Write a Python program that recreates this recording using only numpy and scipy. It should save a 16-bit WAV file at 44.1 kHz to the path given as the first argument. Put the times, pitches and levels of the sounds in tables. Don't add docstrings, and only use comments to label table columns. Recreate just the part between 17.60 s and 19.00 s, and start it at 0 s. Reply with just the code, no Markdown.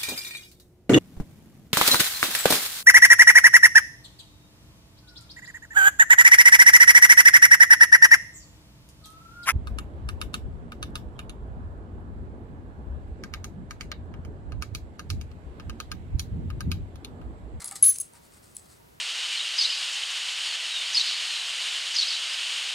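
import sys
import numpy as np
from scipy import signal
from scipy.fft import rfft, irfft
from scipy.io import wavfile
from scipy.ndimage import uniform_filter1d

SR = 44100
rng = np.random.default_rng(int(sys.argv[2]) if len(sys.argv) > 2 else 0)


def digitize_waveform(pressure):
    field = np.atleast_2d(pressure).T
    bounded = np.clip(field, -1, 1)
    quanta = np.round(bounded * 32767).astype(np.int16)
    wavfile.write(sys.argv[1], SR, quanta)


def ratio(d):
    e = np.asarray(d, float) / 20
    return 10 ** e


N = 61739

# (frequency [Hz], density [dB per Hz])
AIR_MID_SPECTRUM = [(20, -29), (60, -2.5), (110, -3.5), (300, -10), (930, -19), (2500, -24), (9000, -26.5),
                    (16000, -27.5)]
AIR_SIDE_SPECTRUM = [(20, -52), (60, -14), (170, -5), (600, -5.5), (1200, -10.5), (4500, -24),
                     (10700, -35.5), (15500, -49.5)]
# (centre [s], length [s], level [dB], body re hiss [dB])
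RUB_EVENTS = [(.008, .012, -47, -8), (.023, .012, -44, -7), (.061, .012, -47, -20), (.081, .010, -46, -20),
              (.128, .04, -60, 3), (.126, .007, -43, -18), (.157, .007, -38, -18), (.165, .012, -38, -17),
              (.247, .010, -40, -20), (.03, .12, -55, -5), (.19, .05, -59, -10), (.56, .05, -59, -3),
              (.65, .06, -62, -9), (.74, .05, -61, -9), (.775, .03, -58, -7), (.85, .05, -61, -10),
              (.91, .07, -63, -10), (.955, .012, -58, -15), (.985, .035, -57, -15), (1.05, .08, -64, -10),
              (1.115, .045, -59, -12), (1.16, .06, -65, -10)]
# (frequency [Hz], density [dB per Hz])
RUB_SPECTRUM = [(1500, -32.5), (2900, -21), (4500, -7), (6300, -10.5), (8300, -2.5), (10500, -8.5),
                (13400, -22.5), (16000, -41.5)]
# (frequency [Hz], width [Hz], level [dB])
TUBE_MODES = [(790, 92, -2), (1260, 120, 3), (1764, 170, -7), (2090, 80, -3.5)]
# (time [s], level [dB])
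KNOCK_EVENTS = [
    (0.016, -60),
    (0.533, -61.5),
    (1.199, -65),
]
# (time [s], pitch [Hz], level [dB], T60 [s])
TAP_EVENTS = [(0.0197, 4160, -42.5, 0.035), (0.0241, 1314, -46, 0.043), (.0435, 4830, -36.5, 0.019),
              (0.09, 4650, -47, 0.011), (0.111, 1150, -49.5, 0.035), (.1135, 2206, -45.5, 0.043),
              (.1155, 790, -43.5, 0.062), (0.1172, 1299, -46, .04), (.119, 1762, -45, 0.04),
              (.126, 1248, -46, 0.084), (.154, 1886, -52.5, 0.066), (.2405, 3903, -31.5, 0.022),
              (.2455, 4486, -35, .02)]
# (time [s], peak [dB], ping pitch [Hz], thud re ping [dB])
TICK_EVENTS = [(.0435, -19.5, 7980, -12.5), (0.056, -30, 9800, -18.5), (.0577, -23.5, 9300, -22),
               (0.0893, -27.5, 8000, -14), (0.1116, -23.5, 8000, -6), (0.1199, -28.5, 8030, -15),
               (0.225, -21.5, 9050, -5.5), (0.2404, -27, 9600, 0.5), (0.2413, -14, 8960, -10),
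               (0.2442, -22, 8500, -24.5), (0.2463, -19, 8266, -10.5), (0.2571, -15, 9530, -22.5),
               (0.2594, -18, 9250, -22), (0.2617, -16, 9035, -31.5), (.2671, -22.5, 8320, -18),
               (0.2747, -20, 8260, -20.5), (0.281, -22, 9400, -30), (0.2913, -21.5, 8800, -30),
               (0.295, -30, 9050, -25.5), (0.3004, -25, 9250, -24), (0.3062, -28, 8850, -22),
               (0.3112, -27, 9100, -22), (.0785, -33, 8070, -20.5), (0.081, -36, 7980, -19),
               (0.1241, -30, 8300, -19.5), (0.1556, -31, 7830, -14), (0.3849, -17, 9270, -23),
               (0.4008, -27, 8950, -11.5), (0.411, -32, 8470, -21), (0.413, -22, 8300, -26.5),
               (0.4157, -25, 8160, -28), (.407, -40, 8050, -25), (.5350, -41.5, 8770, -11),
               (0.9491, -46, 9000, -10), (.9660, -32.5, 9460, -1.5), (0.9669, -22.5, 8000, -30),
               (0.9692, -41.5, 7870, -2)]
# (frequency [Hz], density [dB per Hz])
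SNAP_SPECTRUM = [(3000, -30.5), (6500, -10), (9000, 1.5), (12500, -16.5), (16000, -24)]
THUD_SPECTRUM = [(1000, -23.5), (2100, -8.5), (4300, 2.5), (6500, -12.5)]
# (start [s], length [s], start level [dB], end level [dB])
BRIGHT_STRETCHES = [(.0455, .009, -38, -43), (.057, .010, -39, -44), (.0735, .005, -33, -35),
                    (.080, .008, -42, -50), (.178, .047, -60, -62), (.2262, .0153, -10.5, -14.5),
                    (.2415, .0075, -16, -21), (.249, .007, -19, -13.5), (.256, .0025, -24, -24),
                    (.2585, .016, -14.5, -14.5), (.2745, .0075, -18, -18.5), (.282, .018, -17, -18),
                    (.300, .032, -18.5, -32), (.332, .017, -36, -38), (.349, .013, -43, -44),
                    (.362, .022, -40, -42), (.400, .0105, -28, -29), (.4105, .003, -36, -36),
                    (.4135, .003, -31, -31), (.4165, .018, -40, -50), (.950, .011, -51, -51)]
TWIN_STRETCHES = [
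    (.073, 0.016, -56, -54.5),
    (0.278, 0.0221, -38, -35.5),
    (0.303, 0.012, -34, -44.5),
    (.34, 0.029, -46, -57),
]
LOW_STRETCHES = [
    (0.2268, .017, -35.5, -38.5),
    (.245, 0.011, -35.5, -49),
    (.29, 0.015, -45, -37),
    (.304, .018, -35.5, -51),
    (.34, 0.033, -50, -60),
    (.400, 0.011, -38.5, -35.5),
    (.41, 0.05, -53.5, -67),
]
HIGH_STRETCHES = [
    (.228, .015, -60, -46),
    (.243, .014, -41, -35),
    (.257, .020, -40, -35),
    (.277, .018, -40, -29),
    (.295, .010, -29, -34),
    (.305, .025, -40, -58),
    (.332, .036, -60, -64),
    (.402, .008, -54, -42),
    (.410, .012, -42, -64),
]
# (centre [s], length [s], level [dB], dull part re edges [dB])
CHATTER_EVENTS = [
    (0.265, 0.017, -33.5, -15),
    (0.2934, 0.047, -35.5, -15),
    (0.334, 0.06, -44.5, -12),
    (0.245, .01, -44, 4.5),
    (0.36, 0.0091, -41.5, -9),
    (0.43, 0.049, -56.5, -5.5),
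]
# (frequency [Hz], density [dB per Hz])
EDGE_SPECTRUM = [(3000, -31), (6500, -11.5), (9000, 1.5), (11000, -9), (12200, -34.5), (16000, -40.5)]
STACK_SPECTRUM = [(900, -24), (1800, -7.5), (2700, -4.5), (3300, -8.5), (4200, 1), (5300, -2.5),
                  (6500, -7.5)]
# (frequency [Hz], level [dB])
ROOM_SPECTRUM = [(500, 3), (4000, 2), (8500, -3), (12000, -1.5), (16000, -12.5)]
# (time [s], base frequency [Hz], level [dB])
MOTOR_SPEED = [
    (1.05, 1350, -99),
    (1.09, 1355, -77),
    (1.14, 1285, -79),
    (1.2, 1345, -76),
    (1.25, 1365, -76),
    (1.3, 1275, -75),
    (1.35, 1190, -75),
    (1.37, 1170, -99),
]
# (multiple of base [1], level [dB])
MOTOR_HARMONICS = [
    (8, 0),
    (9, 0),
    (10, -5),
]


def unit(x):
    return x / np.sqrt(np.mean(x ** 2))


def colour(x, points):
    p = np.array(points, float)
    hz = np.fft.rfftfreq(len(x), 1 / SR) + 1
    gain_db = np.interp(np.log(hz), np.log(p[:, 0]), p[:, 1])
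    return irfft(rfft(x) * ratio(gain_db), len(x))


def walk(rate_hz):
    k = max(int(SR / rate_hz), 2)
    held = np.repeat(rng.standard_normal(N // k + 1), k)
    return unit(uniform_filter1d(uniform_filter1d(held, k), k)[:N])


def decay(t, t60_s):
    return np.exp(-np.log(1000) * t / t60_s)


def rise(t, rise_s):
    return 1 - np.exp(-(t / rise_s) ** 2)


def pan(left_over_right_db):
    return ratio(np.array([[left_over_right_db], [-left_over_right_db]]) / 2)


def air():
    mid = unit(colour(rng.standard_normal(N), AIR_MID_SPECTRUM)) * ratio(-58)
    side = unit(colour(rng.standard_normal(N), AIR_SIDE_SPECTRUM)) * ratio(-58.5)
    return np.array([mid + side, mid - side])


def slips():
    grains_per_s, grain_spread_db = 12000, 1
    noise = rng.standard_normal(N)
    hit = rng.random(N) < grains_per_s / SR
    return noise * (0.48 + hit * ratio(grain_spread_db * rng.exponential(size=N)))


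def bursts(events, bright, dull):
    t = np.arange(N) / SR
    out = np.zeros(N)
    for centre_s, length_s, level_db, dull_db in events:
        swell = np.exp(-(2 * (t - centre_s) / length_s) ** 2)
        out += ratio(level_db) * swell * (bright + ratio(dull_db) * dull)
    return out


def rubs(grains):
    hz = np.fft.rfftfreq(N, 1 / SR)
    tube = .12 / (1 + (hz / 2500) ** 4) * (hz > 500)
    for mode_hz, width_hz, level_db in TUBE_MODES:
        tube = tube + ratio(level_db) / np.hypot(1, (hz - mode_hz) / width_hz)
    hiss = unit(colour(grains, RUB_SPECTRUM))
    body = unit(irfft(rfft(grains) * tube, N))
    return bursts(RUB_EVENTS, hiss, body)


def far_knocks():
    pitch_hz, t60_s = 935, 0.54
    t = np.arange(N) / SR
    env = np.zeros(N)
    for start_s, level_db in KNOCK_EVENTS:
        env += ratio(level_db) * (t > start_s) * decay(np.abs(t - start_s), t60_s)
    phase = 2 * np.pi * np.cumsum(pitch_hz + 15 * walk(72)) / SR
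    return np.sqrt(2) * env * np.sin(phase)


def taps():
    t = np.arange(N) / SR
    out = np.zeros(N)
    for start_s, hz, level_db, t60_s in TAP_EVENTS:
        u = np.maximum(t - start_s, 0)
        tone = np.sqrt(2) * np.sin(2 * np.pi * hz * u)
        out += ratio(level_db) * tone * decay(u, t60_s) * rise(u, .0015)
    return out


def ticks():
    rise_s, ping_t60_s, thud_t60_s = .0007, 0.0058, 0.0072
    snap_db, thud_trim_db = -2, -6
    t = np.arange(1024) / SR
    out = np.zeros(N + len(t))
    noise = rng.standard_normal((len(TICK_EVENTS), 2, len(t)))
    for (start_s, peak_db, hz, thud_db), (snap_noise, thud_noise) in zip(TICK_EVENTS, noise):
        snap = ratio(snap_db) * unit(colour(snap_noise, SNAP_SPECTRUM))
        ping = (np.sin(2 * np.pi * hz * t) + snap) * decay(t, ping_t60_s)
        thud = unit(colour(thud_noise, THUD_SPECTRUM)) * decay(t, thud_t60_s)
        contact = (ping + ratio(thud_db + thud_trim_db) * thud) * rise(t, rise_s)
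        i = int(start_s * SR)
        out[i:i + len(t)] += ratio(peak_db) * 2 * contact
    return out[:N]


def coin_ring(mode_hz, stretches):
    wobble_hz, waver_db, edge_per_s = 8, .6, 1500
    t = np.arange(N) / SR
    env = np.zeros(N)
    for start_s, length_s, start_db, end_db in stretches:
        u = (t - start_s) / length_s
        level = ratio(start_db + (end_db - start_db) * np.clip(u, 0, 1))
        opening = u * length_s * edge_per_s + .5
        closing = (1 - u) * length_s * edge_per_s + 1
        env = np.maximum(env, level * np.clip(np.minimum(opening, closing), 0, 1))
    env = uniform_filter1d(uniform_filter1d(env, size=24), size=24)
    phase = 2 * np.pi * np.cumsum(mode_hz + wobble_hz * walk(60)) / SR
    return np.sqrt(2) * env * ratio(waver_db * walk(250)) * np.sin(phase)


def room(source):
    t60_s, gap_s, level_db, side_db = 0.24, 0.0044, -10, -8.5
    t = np.arange(SR // 2) / SR
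    tails = []
    for noise in rng.standard_normal((2, len(t))):
        echo = colour(noise, ROOM_SPECTRUM) * decay(t, t60_s) * (t > gap_s)
        echo = unit(echo) / np.sqrt(len(t))
        tails.append(signal.fftconvolve(source, echo)[:N])
    mid, side = tails
    return ratio(level_db) * (mid + ratio(side_db) * side * np.array([[1], [-1]]))


def chatter(grains):
    edges = unit(colour(grains, EDGE_SPECTRUM))
    stack = unit(colour(grains, STACK_SPECTRUM))
    return bursts(CHATTER_EVENTS, edges, stack)


def lens_motor():
    t = np.arange(N) / SR
    time_s, base_hz, level_db = np.array(MOTOR_SPEED).T
    turn = 2 * np.pi * np.cumsum(np.interp(t, time_s, base_hz)) / SR
    whine = np.zeros(N)
    for multiple, line_db in MOTOR_HARMONICS:
        whine += ratio(line_db + 2.1 * walk(40)) * np.sin(multiple * turn)
    return ratio(np.interp(t, time_s, level_db)) * whine


def scene():
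    floor = air() + far_knocks() + lens_motor()
    grains = slips()
    friction = (rubs(grains) + chatter(grains)) * ratio(1.8 * walk(300))
    hands = friction + taps() + ticks()
    coins = ratio(2) * coin_ring(10765, BRIGHT_STRETCHES)
    coins = coins + coin_ring(6398, LOW_STRETCHES) + coin_ring(6176, TWIN_STRETCHES)
    high = ratio(2) * coin_ring(14850, HIGH_STRETCHES)
    tail = room(ratio(-7) * (coins + ratio(-5.5) * high) + hands)
    return coins * pan(2.5) + high * pan(0.5) + hands * pan(2) + tail + floor


def top_cut(x):
    return signal.sosfilt(signal.butter(12, 16990, fs=SR, output="sos"), x)


def record(dry):
    low_pass = signal.ellip(6, .2, 34, 15800, fs=SR, output="sos")
    mix = signal.sosfilt(low_pass, dry)
    return top_cut(mix)


dry = scene()
out = record(dry)
digitize_waveform(out)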